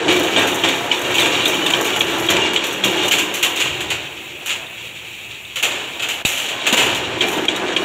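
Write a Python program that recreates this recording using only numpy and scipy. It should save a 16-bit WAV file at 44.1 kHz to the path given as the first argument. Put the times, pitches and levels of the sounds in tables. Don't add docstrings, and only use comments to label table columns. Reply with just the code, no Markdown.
import sys
import numpy as np
from scipy import signal
from scipy.fft import rfft, irfft
from scipy.io import wavfile
from scipy.ndimage import uniform_filter1d, minimum_filter1d

SR = 44100
rng = np.random.default_rng(int(sys.argv[2]) if len(sys.argv) > 2 else 0)


def to_wav(sig):
    pcm = np.clip(np.atleast_2d(sig), -1, 1) * 32767
    pcm = np.round(pcm).astype(np.int16)
    wavfile.write(sys.argv[1], SR, pcm.T)


N = 345744
T = np.arange(N) / SR

# time in seconds, then the levels in dB of frame clatter, table boom and wire chatter.
DRIVE_LEVELS = [(0.0, -24.5, -24.5, -25), (0.33, -25.5, -26, -23.5), (0.89, -24.5, -33, -22.5),
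                (1.42, -24, -27.5, -20), (2.05, -25.5, -28, -24), (2.34, -21.5, -24.5, -23.5),
                (2.64, -28.5, -32, -24), (3.05, -25.5, -26, -21), (3.32, -31.5, -35.5, -26),
                (3.89, -33.5, -37.5, -26), (4.17, -41, -45.5, -34.5), (5.57, -48, -54.5, -34),
                (5.76, -31.5, -44, -33), (6.03, -39, -48, -35.5), (6.38, -34, -49, -27),
                (6.86, -24, -30, -22), (6.99, -29.5, -29.5, -29), (7.84, -26, -27.5, -25)]
# start in seconds, ping pitch in Hz,
# ping level in dB, rattle level in dB, rattle fade time in seconds.
WIRE_SLAPS = [(0.078, 2920, -19, -15, 0.084), (0.361, 3180, -6.5, -14, 0.049),
              (0.635, 3130, -10.5, -15.5, 0.064), (0.914, 3026, -3, -17, 0.021),
              (1.182, 3130, -5.5, -14.5, 0.042), (1.456, 3520, -6.5, -16, 0.024),
              (1.735, 3160, -3.5, -13, 0.012), (2.006, 3320, -4.5, -14, 0.015),
              (2.286, 3260, -6, -16, 0.078), (2.560, 3004, -6.5, -4.5, 0.0063),
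              (2.837, 3370, -5, -8, 0.015), (3.111, 2940, -4, -22, 0.029), (3.427, 3380, -14, -17, 0.039),
              (6.95, 3160, -17, -23, 0.036), (7.207, 3280, -7.5, -14.5, 0.037),
              (7.482, 3260, 0, -9.5, 0.0078), (7.763, 3204, -5, -10.5, 0.011)]
# start in seconds, ring level in dB, bright tick level in dB, fade time in seconds.
WIRE_CLINKS = [(0.096, -28, -36, 0.039), (0.232, -32, -34.5, 0.025), (0.420, -22, -36, 0.028),
               (0.468, -23, -28.5, 0.035), (1.141, -19, -31, 0.068), (1.195, -32, -28, 0.048),
               (1.256, -16, -31, 0.021), (1.454, -26, -25, 0.014), (1.478, -24, -23, 0.021),
               (1.662, -15.5, -28, 0.02), (1.703, -11.5, -31, 0.013), (1.845, -20, -28.5, 0.042),
               (1.963, -17, -26, 0.01), (2.302, -22, -19.5, 0.013), (2.367, -9.5, -38, 0.0046),
               (2.534, -19, -29, 0.016), (2.638, -18, -30, .02), (2.840, -33, -24, 0.035),
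               (3.057, -33, -28, 0.011), (3.081, -20, -22, 0.01), (3.111, -10, -22, 0.035),
               (3.183, -13, -24, 0.033), (3.339, -21.5, -27, 0.045), (3.427, -11, -19, 0.029),
               (3.560, -20.5, -31.5, 0.062), (3.6, -15, -33, 0.049), (3.804, -20.5, -34, 0.025),
               (3.902, -15.5, -33, 0.031), (4.46, -22, -29.5, 0.041), (4.493, -16, -46, 0.036),
               (5.558, -19, -32, 0.038), (5.627, -11.5, -23, 0.031), (5.70, -25.5, -56, 0.15),
               (5.996, -17.5, -44, 0.013), (6.022, -17.5, -35, 0.031), (6.086, -18.5, -30, 0.045),
               (6.253, -20.5, -25.5, 0.11), (6.375, -22.5, -34, 0.077), (6.486, -20.5, -40, 0.033),
               (6.6665, -11.5, -29, 0.035), (6.726, -9.5, -22, 0.026), (6.769, -12.5, -26, 0.072),
               (6.948, -18.5, -31, 0.025), (7.283, -21, -27, 0.013), (7.330, -20.5, -33, 0.01),
               (7.452, -18, -36, 0.007), (7.562, -31, -32, 0.009)]
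# frequency in Hz, level in dB.
CLINK_SPECTRUM = [(40, -38), (150, -50), (400, -27.5), (1400, -6), (2050, -4), (2500, 5.5), (3000, 5.5),
                  (3700, -2), (4400, -10.5), (5100, -18), (6100, -15.5), (7000, -4), (8200, -15),
                  (10000, -25), (15500, -30)]


def wire_chatter():
    # frequency in Hz, level in dB.
    sleeve_spectrum = [(200, -40), (1000, -16), (2000, -10.5), (2400, -4.5), (2900, 1.5), (3400, -2),
                       (3850, -10.5), (4400, -14.5), (5150, -42), (5700, -21.5), (7100, -13), (8000, -20),
                       (9500, -50), (16000, -40)]
    # pitch in Hz, width in Hz, level in dB.
    blade_notes = [(2352, 120, 0), (2805, 35, -3), (3310, 22, -0.5), (3730, 140, -5.5), (5584, 79, -13.5),
                   (6610, 110, -16), (7150, 33, -13)]
    _, _, chatter_db = curves(DRIVE_LEVELS)
    slaps = bursts([(start, db, decay) for start, _, _, db, decay in WIRE_SLAPS], rise_s=0.0023)
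    shake = np.hypot(undb(chatter_db + 2.3 * wander(40) - 2), undb(1.5) * slaps)
    sleeve = through(contacts(per_second=1800, spread_db=1.5) * shake, colour(sleeve_spectrum))
    blade = through(contacts(per_second=900, spread_db=3) * shake, resonances(blade_notes))
    rings = jangle(shake, count=600, low_hz=2269, high_hz=3886, decay_s=0.0074, spread_db=4)
    high_rings = jangle(shake, count=260, low_hz=5500, high_hz=6630, decay_s=0.009, spread_db=4)
    return undb(-1.5) * sleeve + undb(-6) * blade + rings + undb(-16) * high_rings


def wire_pings(rise_s=0.0013, damping_s=0.045):
    out, t = np.zeros(N), T[:SR // 20]
    swell = (t / rise_s) ** 2 * np.exp(-t / rise_s) * np.exp(-t / damping_s)
    swell /= swell.max()
    for start, hz, db, _, _ in WIRE_SLAPS:
        tones = [(hz, 0), (2440, -8), (hz * 1.14, -10)]
        ping = sum(undb(tone_db) * sine(tone_hz, t) for tone_hz, tone_db in tones)
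        add(out, start, undb(db) * swell * ping)
    return out


def wire_tinks():
    # start in seconds, pitch in Hz, level in dB, fade time in seconds.
    tinks = [(1.385, 3060, -11, 0.015), (1.616, 2980, -12, 0.022), (1.663, 3600, -3, 0.0036),
             (2.415, 2817, -7, .02), (2.975, 2850, -14, 0.034), (3.08, 2910, -8, 0.0045),
             (4.668, 3560, -20, 0.003), (5.452, 3600, -18, 0.002), (7.225, 2380, -18, .035),
             (7.563, 3770, -14.5, 0.0057)]
    out = np.zeros(N)
    for start, hz, db, decay in tinks:
        add(out, start, undb(db) * short_ring(hz, decay, rise_s=decay / 3))
    return out


def wire_clinks():
    first_touch = bursts([(start, db, 0.003) for start, db, _, _ in WIRE_CLINKS], rise_s=0.00023)
    bounces = bursts([(start, db, decay) for start, db, _, decay in WIRE_CLINKS], rise_s=0.0041)
    taps = contacts(per_second=3000, spread_db=0) * np.hypot(undb(-0.5) * first_touch, bounces)
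    return undb(2) * through(taps, colour(CLINK_SPECTRUM))


def wire_scrapes():
    # start in seconds, end in seconds, level in dB.
    pulls = [(0.09, 0.85, -40), (0.92, 2.25, -40), (2.63, 2.72, -40.5), (2.86, 3.2, -43.5),
             (3.53, 3.44, -48), (6.28, 6.53, -54), (6.75, 6.88, -50), (7.18, 7.34, -44), (7.72, 7.84, -49)]
    # frequency in Hz, level in dB.
    scratch_spectrum = [(2000, -41), (5100, -13), (5700, 6.5), (7000, 9.5), (8200, 1.5), (9300, -1.5),
                        (12500, 1.5), (14000, -1), (15500, -2.5)]
    ticks = bursts([(start, db, decay) for start, _, db, decay in WIRE_CLINKS], rise_s=0.00022)
    slip_rows = [(when * T[-1], 16 * size, 0.009) for when, size in rng.random((210, 2))]
    slips = unit(bursts(slip_rows, rise_s=0.00044))
    drag = np.hypot(undb(2.5) * slips, undb(1.5))
    force = np.hypot(undb(2) * ticks, spells(pulls, attack_s=0.017, release_s=0.1) * drag)
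    scratch = through(contacts(per_second=1500, spread_db=-1.5) * force, colour(scratch_spectrum))
    sparkle = jangle(force, count=2000, low_hz=5400, high_hz=15000, decay_s=0.002, spread_db=4)
    return undb(0.3) * scratch + undb(-6.5) * sparkle


def heavy_blows(crack_s=0.0019):
    # start in seconds, thud pitch in Hz, thud level in dB,
    # thud fade time in seconds, level of ring and crack in dB.
    blows = [(6.2507, 234, 7, 0.00073, 7), (6.727, 230, -9, 0.0069, -3)]
    # pitch in Hz, level in dB, seconds to fade by 60 dB.
    wire_notes = [(790, -19, 0.1), (2540, -4, 0.036), (2650, -4, 0.074), (2870, -5, .1), (3520, -13, .08),
                  (3740, -3.5, 0.065), (3950, -11, .1), (4450, -17, .08), (6840, -8, 0.046),
                  (7330, -18, .05), (7700, -8, .06)]
    out, t = np.zeros(N), T[:SR // 4]
    for start, thud_hz, thud_db, decay, ring_db in blows:
        ring = sum(undb(db - 60 * t / fade) * sine(hz, t) for hz, db, fade in wire_notes)
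        noise = rng.standard_normal(len(t)) * np.exp(-t / crack_s)
        crack = np.convolve(noise, colour(CLINK_SPECTRUM, size=256))[:len(t)]
        thud = high_pass(np.exp(-t / decay) * np.sin(2 * np.pi * thud_hz * t + 1), hz=90, order=1)
        metal = undb(-13.5) * ring + undb(-6) * crack
        add(out, start, undb(thud_db) * thud + undb(ring_db) * metal)
    return out


def shaking_forces(clank_s=0.098, boom_s=0.093, knock_s=0.1):
    # start in seconds, frame clank level in dB, table boom level in dB.
    jolts = [(0.061, -18, -13), (0.19, -36, -20), (0.358, -13.5, -17.5), (0.634, -18.5, -22.5),
             (1.075, -22.5, -28), (1.185, -18.5, -21.5), (1.45, -35, -23), (1.745, -24.5, -33),
             (2.283, -20.5, -18.5), (2.835, -22.5, -19), (3.11, -30, -30), (5.62, -27.5, -36),
             (6.723, -21.5, -18), (7.21, -19.5, -31), (7.36, -25, -19), (7.63, -24, -23)]
    clatter_db, boom_db, _ = curves(DRIVE_LEVELS)
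    clanks = bursts([(start, db, clank_s) for start, db, _ in jolts], rise_s=0.0032)
    booms = bursts([(start, db, boom_s) for start, _, db in jolts], rise_s=0.0079)
    knocks = bursts([(start, db - 14, knock_s) for start, db, _, _ in WIRE_CLINKS], rise_s=0.0061)
    frame_force = np.sqrt(undb(clatter_db - 0.35) ** 2 + clanks ** 2 + knocks ** 2)
    table_force = np.hypot(undb(boom_db + 1), booms)
    return frame_force, table_force


def frame_and_table(frame_force, table_force):
    # frequency in Hz, level in dB.
    frame_spectrum = [(25, -37), (45, -43), (70, -14.5), (120, -2), (165, -13.5), (240, -2), (330, 1.5),
                      (700, 1.5), (1000, -.5), (1350, -2), (1800, 0), (2400, -12.5), (4500, -27.5),
                      (16000, -35)]
    # pitch in Hz, width in Hz, level in dB.
    table_notes = [(198, 6.9, -4), (288, 8.4, -13.5), (313.7, 14.6, -1.5), (335, 8.8, 3), (358, 11.4, 2),
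                   (385, 27, -1.5), (409.3, 7.5, -22.5), (522, 26, -20.5), (613, 5.8, -20)]
    knocks = contacts(per_second=1300, spread_db=3) * frame_force * undb(1.34 * wander(45))
    clatter = through(knocks, colour(frame_spectrum))
    struts = jangle(frame_force, count=420, low_hz=430.3, high_hz=1099, decay_s=0.015, spread_db=2.5)
    boom = through(contacts(per_second=700, spread_db=1.5), resonances(table_notes)) * table_force
    return undb(-1.34) * clatter + undb(-1.5) * struts + undb(0.4) * boom


def motor_hum(idle_db=-49):
    # start in seconds, end in seconds, level in dB.
    swells = [(0.0, 1.85, -44), (1.88, 2.48, -41), (3.6, 3.97, -40), (6.73, 7.2, -37)]
    # pitch in Hz, width in Hz, level in dB.
    hum_notes = [(75.5, 5.8, -8), (89.4, 33, -0.5), (114.5, 5.4, 6), (133.8, 7.2, 0)]
    loudness = np.hypot(undb(idle_db), spells(swells, attack_s=0.067, release_s=0.11))
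    return through(rng.standard_normal(N), resonances(hum_notes, size=16384)) * loudness


def background_hiss(loud_from_s=3.4, loud_until_s=6.4, fade_s=0.25):
    # frequency in Hz, level in dB.
    hiss_spectrum = [(25, -20), (70, -1), (130, -8), (230, -2), (330, -20), (1500, -15), (2600, 14.5),
                     (3400, -7), (5000, -25), (7100, -4.5), (9200, -14.5), (15500, -11.5)]
    dip = np.clip((loud_from_s - T) / fade_s, 0, 1) + np.clip((T - loud_until_s) / fade_s, 0, 1)
    hiss_db = -36 - 6 * dip + 0.96 * wander(28)
    return undb(hiss_db) * through(rng.standard_normal(N), colour(hiss_spectrum))


def workshop_echo(sound, echo_db, low_fade_s=0.78, high_fade_s=0.46, rise_s=0.0021, patterns=5):
    t, echo = T[:SR // 2], 0
    for k in range(patterns):
        noise = rng.standard_normal(len(t))
        low = low_pass(noise, hz=4500, order=2)
        tail = low * undb(-60 * t / low_fade_s) + (noise - low) * undb(-60 * t / high_fade_s)
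        tail *= 1 - np.exp(-(t / rise_s) ** 2)
        share = np.sqrt(np.maximum(1 - np.abs(T / T[-1] * (patterns - 1) - k), 0))
        echo += share * through(sound, unit(tail) / np.sqrt(len(t)))
    return sound + undb(echo_db) * echo


def jangle(shake, count, low_hz, high_hz, decay_s, spread_db):
    out = np.zeros(N)
    for when, pitch, size, hold in rng.random((count, 4)):
        i = int(when * (N - 1))
        hz = low_hz + (high_hz - low_hz) * pitch
        gain = shake[i] * undb(spread_db * (2 * size - 0.5))
        add(out, i / SR, gain * short_ring(hz, decay_s * (0.5 + hold)))
    return out


def short_ring(hz, decay_s, rise_s=0.0013, overtone_ratio=2.3):
    t = T[:SR // 8]
    tone = np.sin(2 * np.pi * hz * t)
    if hz * overtone_ratio < SR / 2:
        tone += undb(-16) * np.sin(2 * np.pi * hz * overtone_ratio * t)
    return tone * (1 - np.exp(-t / rise_s)) * np.exp(-t / decay_s)


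def contacts(per_second, spread_db):
    touching = rng.random(N) < per_second / SR
    strength = undb(spread_db * np.clip(rng.standard_normal(N), -2, 2))
    return unit(touching * strength * np.sign(rng.standard_normal(N)))


def bursts(rows, rise_s):
    power = np.zeros(N)
    t = T[:SR // 2]
    for start, db, decay in rows:
        add(power, start, (undb(db) * (1 - np.exp(-t / rise_s)) * np.exp(-t / decay)) ** 2)
    return np.sqrt(power)


def spells(rows, attack_s, release_s):
    power = np.zeros(N)
    for start, end, db in rows:
        swell = np.clip((T - start) / attack_s, 0, 1)
        fade = np.exp(-np.maximum(T - end, 0) / release_s)
        power += (undb(db) * swell * fade) ** 2
    return np.sqrt(power)


def curves(rows):
    times, *columns = np.transpose(rows)
    return [np.interp(T, times, column) for column in columns]


def wander(per_second):
    hold = max(int(SR / per_second), 2)
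    steps = np.repeat(rng.standard_normal(N // hold + 1), hold)
    return unit(uniform_filter1d(uniform_filter1d(steps, hold), hold)[:N])


def colour(spectrum, size=4096):
    hz, db = np.transpose(spectrum)
    grid_hz = np.maximum(np.arange(size // 2 + 1) * SR / size, 1)
    gains = undb(np.interp(np.log(grid_hz), np.log(hz), db))
    cepstrum = irfft(np.log(gains))
    cepstrum[1:size // 2] *= 2
    cepstrum[size // 2 + 1:] = 0
    return unit(irfft(np.exp(rfft(cepstrum)))) / np.sqrt(size)


def resonances(notes, size=8192):
    t = T[:size]
    ring = sum(undb(db) * width * np.exp(-np.pi * width * t) * np.cos(2 * np.pi * hz * t)
               for hz, width, db in notes)
    return unit(ring) / np.sqrt(size)


def through(force, response):
    return signal.oaconvolve(force, response)[:N]


def sine(hz, t):
    return np.sin(2 * np.pi * hz * t + rng.uniform(0, 2 * np.pi))


def add(track, start_s, sound):
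    i = int(start_s * SR)
    track[i:i + len(sound)] += sound[:N - i]


def undb(db):
    return 10 ** (np.asarray(db) / 20)


def unit(x):
    return x / np.sqrt(np.mean(x ** 2))


def high_pass(x, hz, order=2):
    return signal.sosfilt(signal.butter(order, hz, "high", fs=SR, output="sos"), x)


def low_pass(x, hz, order):
    return signal.sosfilt(signal.butter(order, hz, fs=SR, output="sos"), x)


def limiter(x, ceiling=0.82, ahead_s=0.026, smooth_s=0.0015):
    ahead, smooth = int(ahead_s * SR) | 1, int(smooth_s * SR) | 1
    needed_gain = np.minimum(ceiling / (np.abs(x).max(axis=0) + 1e-9), 1)
    held_gain = minimum_filter1d(needed_gain, ahead, origin=-(ahead // 2))
    return x * np.exp(uniform_filter1d(np.log(held_gain), smooth, origin=smooth // 2))


def scene():
    rattle = frame_and_table(*shaking_forces()) + wire_chatter() + wire_tinks()
    running = low_pass(rattle, hz=9000, order=3) + wire_clinks() + wire_scrapes()
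    in_room = undb(-0.5) * workshop_echo(running, echo_db=-7.5)
    mono = in_room + wire_pings() + heavy_blows() + motor_hum() + background_hiss()
    return np.array([mono, mono])


def record(dry):
    treble_cut = signal.ellip(10, 0.2, 70, 15600, fs=SR, output="sos")
    return signal.sosfilt(treble_cut, limiter(high_pass(dry, hz=54)))


dry = scene()
out = record(dry)
to_wav(out)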